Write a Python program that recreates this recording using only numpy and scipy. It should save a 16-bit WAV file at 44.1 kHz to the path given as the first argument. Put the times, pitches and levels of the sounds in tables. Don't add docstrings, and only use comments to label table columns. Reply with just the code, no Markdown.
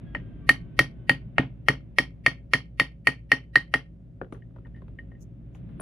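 import sys
import numpy as np
from scipy import signal
from scipy.io import wavfile

SR = 44100
rng = np.random.default_rng(int(sys.argv[2]) if len(sys.argv) > 2 else 0)


def undo_db(level):
    steps = np.asarray(level, float) / 20
    return 10 ** steps


def generate_wav(signal):
    frames = np.transpose(np.atleast_2d(signal))
    scaled = np.clip(frames, -1, 1) * 32767
    pcm = np.round(scaled).astype(np.int16)
    wavfile.write(sys.argv[1], SR, pcm)


N = 256566


def at_hz(points, hz, column=1):
    points = np.array(points)
    return np.interp(np.log(hz), np.log(points[:, 0]), points[:, column])


def rms_one(x):
    return x / np.sqrt(np.mean(x ** 2) + 1e-20)


def band_pass(x, low_hz, high_hz, order):
    return signal.sosfilt(signal.butter(order, [low_hz, high_hz], "band", fs=SR, output="sos"), x)


def high_pass(x, hz, order):
    return signal.sosfilt(signal.butter(order, hz, "high", fs=SR, output="sos"), x)


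def low_pass(x, hz, order):
    return signal.sosfilt(signal.butter(order, hz, fs=SR, output="sos"), x)


def bands(size, gain_of_band, likeness):
    out = 0
    edges = 25 * 2 ** np.arange(0, 9.5, .4)
    white = rng.standard_normal((2, 2, size))
    for k, (low, high) in enumerate(zip(edges, edges[1:])):
        mid, side = band_pass(white[k % 2], low, high, order=3)
        hz = np.sqrt(low * high)
        alike = np.clip(at_hz(likeness, hz), 0, 1)
        stereo = np.sqrt(1 + alike) * mid + np.sqrt(1 - alike) * side * [[1], [-1]]
        out = out + gain_of_band(hz) * stereo
    return out


def narrow(hz, width_hz):
    r = np.exp(-np.pi * width_hz / SR)
    slow = signal.lfilter([1], [1, -r], rng.standard_normal(N) + 1j * rng.standard_normal(N))
    turns = np.cumsum(hz + np.zeros(N)) / SR
    return rms_one(np.real((2.6 + slow / np.std(slow)) * np.exp(2j * np.pi * turns)))


def modes(table, push_s, spread_db, apart=0., length_s=.2):
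    t = np.arange(int(length_s * SR)) / SR
    hz, db, t60 = np.transpose(table)[:, :, None]
    strength, detune, phase = rng.standard_normal((3, len(table), 1))
    uneven_db = np.clip(spread_db, 0, 3.5) * np.clip(strength, -1.5, 1.5)
    decay = undo_db(db + uneven_db - 60 * np.maximum(t - push_s, 0) / t60)
    angle = 2 * np.pi * hz * (1 + 0.0042 * detune) * t
    ears = [decay * np.sin(angle + side * apart * phase) for side in (1, -1)]
    swell = np.sin(np.pi / 2 * np.minimum(t / push_s, 1)) ** 1.6
    return np.sum(ears, axis=1) * swell


def burst(low_hz, high_hz, t60, apart=0.8, length_s=0.1):
    t = np.arange(int(length_s * SR)) / SR
    mid, side = band_pass(rng.standard_normal((2, len(t))), low_hz, high_hz, order=4)
    return 0.51 * rms_one(mid + apart * side * [[1], [-1]]) * undo_db(-60 * t / t60)


def add(track, s, sound, pan_db=0.):
    at = round(s * SR)
    part = sound[:, :N - at]
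    track[:, at:at + part.shape[1]] += undo_db(np.array([[pan_db / 2], [-pan_db / 2]])) * part


# (time [s], level [dB])
TRAFFIC_LEVEL = [
    (0, -38.5),
    (.7, -40.5),
    (2.2, -46),
    (3, -49.5),
    (4.1, -48.5),
    (4.95, -44.5),
    (5.4, -46),
    (5.65, -41),
    (5.82, -39),
]
# (frequency [Hz], level [dB per Hz])
TRAFFIC_RUMBLE = [(30, -26), (42, 6), (60, -7), (82, -16.5), (115, 1), (160, -5), (230, -8.5), (330, -16),
                  (460, -28), (620, -27.5), (800, -39), (1000, -52.5)]
# (frequency [Hz], level [dB per Hz])
TRAFFIC_HISS = [(700, -11), (1000, -6), (1700, -7), (3100, -11.5), (3700, -26), (5000, -40), (7000, -64),
                (16000, -81.5)]
# (frequency [Hz], level [dB per Hz])
MICROPHONE_NOISE = [(3000, -116), (7800, -118), (8700, -100), (11000, -106), (16000, -103)]
# (frequency [Hz], likeness [0 to 1])
TRAFFIC_LIKENESS = [(30, 1), (300, 0.69), (1000, 0.4), (4000, 0.1), (15000, .05)]


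def traffic():
    s, db = np.transpose(TRAFFIC_LEVEL)
    rumble_db = np.interp(np.arange(N) / SR, s, db)
    hiss_db = -2 + 1.595 * rumble_db

    def gain(hz):
        if hz < 950:
            return undo_db(at_hz(TRAFFIC_RUMBLE, hz) + rumble_db + 19.5)
        hiss = undo_db(at_hz(TRAFFIC_HISS, hz) + hiss_db + 10.5)
        return hiss + undo_db(at_hz(MICROPHONE_NOISE, hz) + 1.0)
    return high_pass(bands(N, gain, TRAFFIC_LIKENESS), 36, order=6)


# (frequency [Hz], width [Hz], level [dB])
MACHINE_TONES = [(57, 1, -49), (116.7, 1.7, -54), (166.6, 8, -55.5), (551, 14, -73)]


def machine_hum():
    return sum(undo_db(db) * narrow(hz, width_hz) for hz, width_hz, db in MACHINE_TONES)


def whine_line(s, first_hz, last_hz, peak_db, steady_db):
    glide_s, swell_s, settle_s = .45, 0.066, 0.17
    gone_s, fade_db_per_s, overtone_db = 1.2, 68, -7.5
    t = np.arange(N) / SR
    since = t - s
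    after = np.maximum(since, 0)
    level_db = steady_db + (peak_db - steady_db) * np.exp(-after / settle_s)
    level_db = level_db - fade_db_per_s * np.maximum(t - gone_s, 0)
    swell = np.clip(1 + since / swell_s, 0, 1) ** 2
    hz = last_hz + (first_hz - last_hz) * np.exp(-after / glide_s)
    tone = narrow(hz, width_hz=25) + undo_db(overtone_db) * narrow(2 * hz, width_hz=45)
    return swell * undo_db(level_db) * tone


# (time of swell [s], first pitch [Hz], last pitch [Hz], peak [dB], steady level [dB])
WHINE_LINES = [
    (.08, 1655, 1490, -65.5, -77.5),
    (.44, 1158, 1068, -67.5, -82.5),
]


def passing_whine():
    return sum(whine_line(*row) for row in WHINE_LINES)


# (frequency [Hz], level [dB], time to fall 60 dB [s])
YARD_TAIL = [(100, -15, .25), (586, -15.5, .18), (1890, -20, 0.15), (2500, -22.5, 0.24), (3040, -13, 0.18),
             (4900, -7.5, 0.16), (9500, -7, 0.13), (14980, -9.5, 0.073)]
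# (frequency [Hz], likeness [0 to 1])
YARD_TAIL_LIKENESS = [(100, 0.89), (400, .9), (700, 0.24), (1900, .3), (4000, 0.069), (15000, .02)]
# (delay [s], level [dB])
WALL_ECHOES = [
    (0.019, -15.5),
    (.052, -27.5),
    (0.068, -36),
    (0.121, -47),
]


def yard(x):
    t = np.arange(int(.35 * SR)) / SR

    def gain(hz):
        return undo_db(at_hz(YARD_TAIL, hz) - 60 * t / at_hz(YARD_TAIL, hz, column=2))
    tail = bands(len(t), gain, YARD_TAIL_LIKENESS)
    tail *= 0.046 * np.minimum(t / 0.0017, 1)
    for delay_s, db in WALL_ECHOES:
        for ear, later_s in zip(tail, rng.uniform(0, 0.0005, 2)):
            ear[int((delay_s + later_s) * SR)] += undo_db(db - 4.5)
    return signal.fftconvolve(x, tail, axes=1)[:, :N]


# (time [s], peak [dB], dying away [dB per s])
CLOTH_PULLS = [
    (4.335, -70, 470),
    (5.22, -58, 700),
    (5.555, -69, 600),
    (5.83, -77, 502),
]


def cloth():
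    t = np.arange(N) / SR
    level = 0
    for s, db, fall_db_per_s in CLOTH_PULLS:
        level = level + undo_db(db - np.where(t < s, 1100 * (s - t), fall_db_per_s * (t - s)))
    jerks = np.repeat(rng.exponential(1, N // 40 + 1), 40)[:N] ** 0.84
    grit = rng.standard_normal((2, N)) * jerks
    low = band_pass(grit, 5800, 7300, order=2)
    high = band_pass(grit, 8800, 16000, order=2)
    return level * rms_one(low + .3 * high)


# (time [s], level [dB], time to fall 60 dB [s])
PUNCH_NUDGES = [
    (4.4213, -43, 0.027),
    (4.649, -46.5, 0.089),
    (4.7455, -47, 0.065),
    (4.761, -48, 0.063),
    (4.771, -49.5, 0.11),
    (4.9873, -27, 0.053),
    (5.1148, -48.5, 0.094),
    (5.149, -50.5, .08),
]


def punch_nudges(track):
    for s, db, t60 in PUNCH_NUDGES:
        ring = [(1846, -1, t60), (1815, -34.0, t60 * 0.55), (2030, -8, t60 * 0.59), (2980, -17.0, t60 * 0.25)]
        add(track, s, undo_db(db - 5.5) * modes(ring, push_s=0.0025, spread_db=0, apart=0.12), pan_db=2.5)


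# (time [s], dull level [dB], hard edge [dB], time to fall 60 dB [s])
TOUCHDOWNS = [(4.2139, -18.5, -58, 0.037), (4.245, -41.5, -64, 0.043), (4.324, -25.5, -48.5, 0.037),
              (4.347, -43, -61, 0.14), (4.507, -56.5, -83.5, 0.042), (4.561, -41, -65, 0.064),
              (4.585, -42, -69, 0.024), (4.657, -43, -72, 0.085), (4.669, -64, -61, 0.036),
              (4.761, -54, -61, 0.1), (4.819, -41, -64, 0.048), (4.881, -46.5, -61, 0.053),
              (4.9873, -46.5, -58, 0.078), (5.118, -46, -71, 0.052), (5.549, -48.5, -57, 0.13),
              (5.69, -54, -63, 0.15), (5.7977, -24.5, -48.5, 0.027), (5.808, -27, -53, 0.058)]


def touchdowns(track):
    for s, dull_db, edge_db, t60 in TOUCHDOWNS:
        body = undo_db(dull_db - 2.5) * burst(130, 525, t60 * 2.0, apart=0.047)
        body = body + undo_db(dull_db - 1.0) * burst(500, 1600, t60 * 0.55)
        edge = undo_db(edge_db - 4.0) * burst(740, 3400, t60 * 2.0)
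        bright = undo_db(edge_db - 21) * burst(9100, 10500, t60 * 1.4, apart=0.6)
        tick = undo_db(edge_db + 7.5) * burst(600, 3300, .011, apart=.2)
        add(track, s, body + edge + bright + tick, pan_db=3.0)


# (time [s], frequency [Hz], level [dB], time to fall 60 dB [s])
PUNCH_LANDINGS = [
    (4.3246, 9150, -56.5, 0.02),
    (5.8011, 9680, -41, 0.45),
]


def punch_landings(track):
    for s, hz, db, t60 in PUNCH_LANDINGS:
        add(track, s, modes([(hz, db, t60)], push_s=.0012, spread_db=0), pan_db=7.0)


def handling():
    out = np.zeros((2, N))
    punch_nudges(out)
    touchdowns(out)
    punch_landings(out)
    return out


# (frequency [Hz], level [dB], time to fall 60 dB [s])
PLANK_LOW_TONES = [(73, -12.5, 0.033), (133.4, -4.5, 0.19), (186, -12.5, 0.15)]
# (frequency [Hz], level [dB], time to fall 60 dB [s])
PLANK_HIGH_TONES = [(260.6, -0.5, 0.062), (322, -3.5, .045), (432.5, -8, .04)]


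def plank_thump(track, s, thump_db):
    low = modes(PLANK_LOW_TONES, push_s=0.012, spread_db=1.5, apart=.08)
    high = modes(PLANK_HIGH_TONES, push_s=0.019, spread_db=3.5, apart=0.16)
    add(track, s + 0.00033, undo_db(thump_db - 2.0) * low)
    add(track, s + 0.00051, undo_db(0.66 * thump_db - 15.5) * high)
    add(track, s + 0.0034, undo_db(0.37 * thump_db - 17.5) * burst(200, 890, 0.08, apart=0.23))


# (frequency [Hz], level [dB], time to fall 60 dB [s])
STONE_TONES = [(586, -9.5, 0.041), (754, -9.5, 0.0085), (845, -5, 0.015), (1168, -2.5, 0.0035),
               (1362, 1, 0.0076), (2155, -2.5, 0.013), (2727, -3.5, .006), (2950, -9, .005)]


def stone_knock(track, s, knock_db, bottom_s):
    knock = modes(STONE_TONES, 0.52 * bottom_s, spread_db=1.5, apart=0.76)
    add(track, s, undo_db(knock_db + 5.0) * knock, pan_db=3.45)
    add(track, s, undo_db(knock_db - 13.0) * burst(610, 2900, 0.17, apart=0.15))


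# (frequency [Hz], level [dB], time to fall 60 dB [s])
PUNCH_UPPER_TONES = [(3086, -11.5, 0.078), (3203, -10, 0.044), (3410, -14, 0.018), (3740, -18.5, 0.02),
                     (4370, -18.5, 0.059), (4390, -13.5, 0.061), (4520, -12.5, 0.023), (5740, -18, .03)]


def steel_crack(track, s, upper_db, bottom_s):
    crack_db = upper_db - 12.5 + 7 * np.exp(-abs(s - .5) / .45)
    top_wear_db = 1.5 * s
    tick = np.sin(2 * np.pi * np.arange(22) / 22) * np.linspace(1, .5, 22) * [[1], [1]]
    upper = modes(PUNCH_UPPER_TONES, 0.84 * bottom_s, spread_db=3.5, apart=.5)
    add(track, s, undo_db(0.78 * crack_db + 17.0) * tick)
    add(track, s, undo_db(upper_db + 2.0) * upper, pan_db=-1.5)
    add(track, s, undo_db(upper_db + 7.5) * burst(3500, 5200, 0.011, apart=.7), pan_db=-0.5)
    add(track, s, undo_db(crack_db + 5.5) * burst(4500, 7200, 0.013, apart=.6))
    add(track, s, undo_db(crack_db + 7.0) * burst(8500, 11200, .022, apart=1.2), pan_db=1.0)
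    add(track, s, undo_db(crack_db - 1.0 - top_wear_db) * burst(12000, 15000, 0.041, apart=0.97))


# (frequency [Hz], level [dB], time to fall 60 dB [s])
PUNCH_TONES = [(1866.4, 1, 0.089), (1802, -13.5, .12), (1951, -14, 0.12), (2080, -14, 0.1),
               (1723, -28.5, 0.075)]
# (frequency [Hz], level [dB], time to fall 60 dB [s])
PUNCH_LINGERING = [(1842, -37.5, 0.2), (3166, -44.5, .2), (3050, -46, 0.23)]


def punch_ring(track, s, ring_db, bottom_s):
    grip_s, grip_db = .013, -11
    t = np.arange(int(.2 * SR)) / SR
    grip = undo_db(grip_db / (1 + np.exp(-(t - grip_s) / .001)))
    ring = grip * modes(PUNCH_TONES, bottom_s, spread_db=2.47, apart=0.076)
    linger = modes(PUNCH_LINGERING, bottom_s, spread_db=1.0, apart=0.9, length_s=.3)
    click = modes([(2150, 0.0031, 0.0056)], push_s=0.00073, spread_db=3.5)
    add(track, s + .0004, undo_db(ring_db - 7.0) * ring, pan_db=-0.45)
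    add(track, s, undo_db(ring_db) * linger)
    add(track, s + bottom_s - .0009, undo_db(ring_db - 3.5) * click)


# (time [s], ring [dB], thump into the plank [dB], sharpness of steel contact [dB])
STONE_BLOWS = [(0.1487, -17.5, -41, -53), (0.4915, 0.5, -22, -20), (0.791, -1.5, -16, -18),
               (1.0944, -3.5, -18, -22), (1.3818, -14, -11.5, -37.5), (1.6845, -2.5, -15.5, -21.5),
               (1.9846, -1, -21.5, -19), (2.2625, -0.5, -22, -21), (2.535, 0.5, -21, -19.5),
               (2.7977, -0.5, -22, -20), (3.0707, -1, -22.5, -20), (3.3171, 0.5, -22.5, -22.5),
               (3.5564, 0, -26, -22.5), (3.7392, -2.5, -24, -24.5)]


def blows():
    first_bottom_s, packed_bottom_s, packing_s = .0033, .0021, 1.1
    out = np.zeros((2, N))
    for s, ring_db, thump_db, upper_db in STONE_BLOWS:
        bottom_s = packed_bottom_s + (first_bottom_s - packed_bottom_s) * np.exp(-s / packing_s)
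        knock_db = -6.5 + 0.57 * thump_db - .05 * ring_db
        plank_thump(out, s, thump_db)
        stone_knock(out, s, knock_db, bottom_s)
        steel_crack(out, s, upper_db, bottom_s)
        punch_ring(out, s, ring_db, bottom_s)
    return out


def scene():
    background = traffic() + machine_hum() + passing_whine()
    near = blows() + handling()
    return background + cloth() + near + yard(near)


def roll_off(x):
    return signal.sosfilt(signal.butter(12, 16480, fs=SR, output="sos"), x)


def record(dry):
    smear_db, smear_s = -26, .026
    size = int(smear_s * SR)
    ahead = rms_one(rng.standard_normal((2, size)) * np.linspace(.15, 1, size)) / np.sqrt(size)
    treble = high_pass(dry, 7000, order=1)
    smear = undo_db(smear_db) * signal.oaconvolve(treble, ahead, axes=1)[:, size - 1:]
    capsule = low_pass(dry + smear, 13500, order=3)
    over = capsule - np.clip(capsule, -.75, .75)
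    limited = capsule - over + .21 * np.tanh(over / .21)
    finished = signal.sosfilt(signal.cheby2(8, 50, 16900, fs=SR, output="sos"), limited)
    return roll_off(finished)


dry = scene()
out = record(dry)
generate_wav(out)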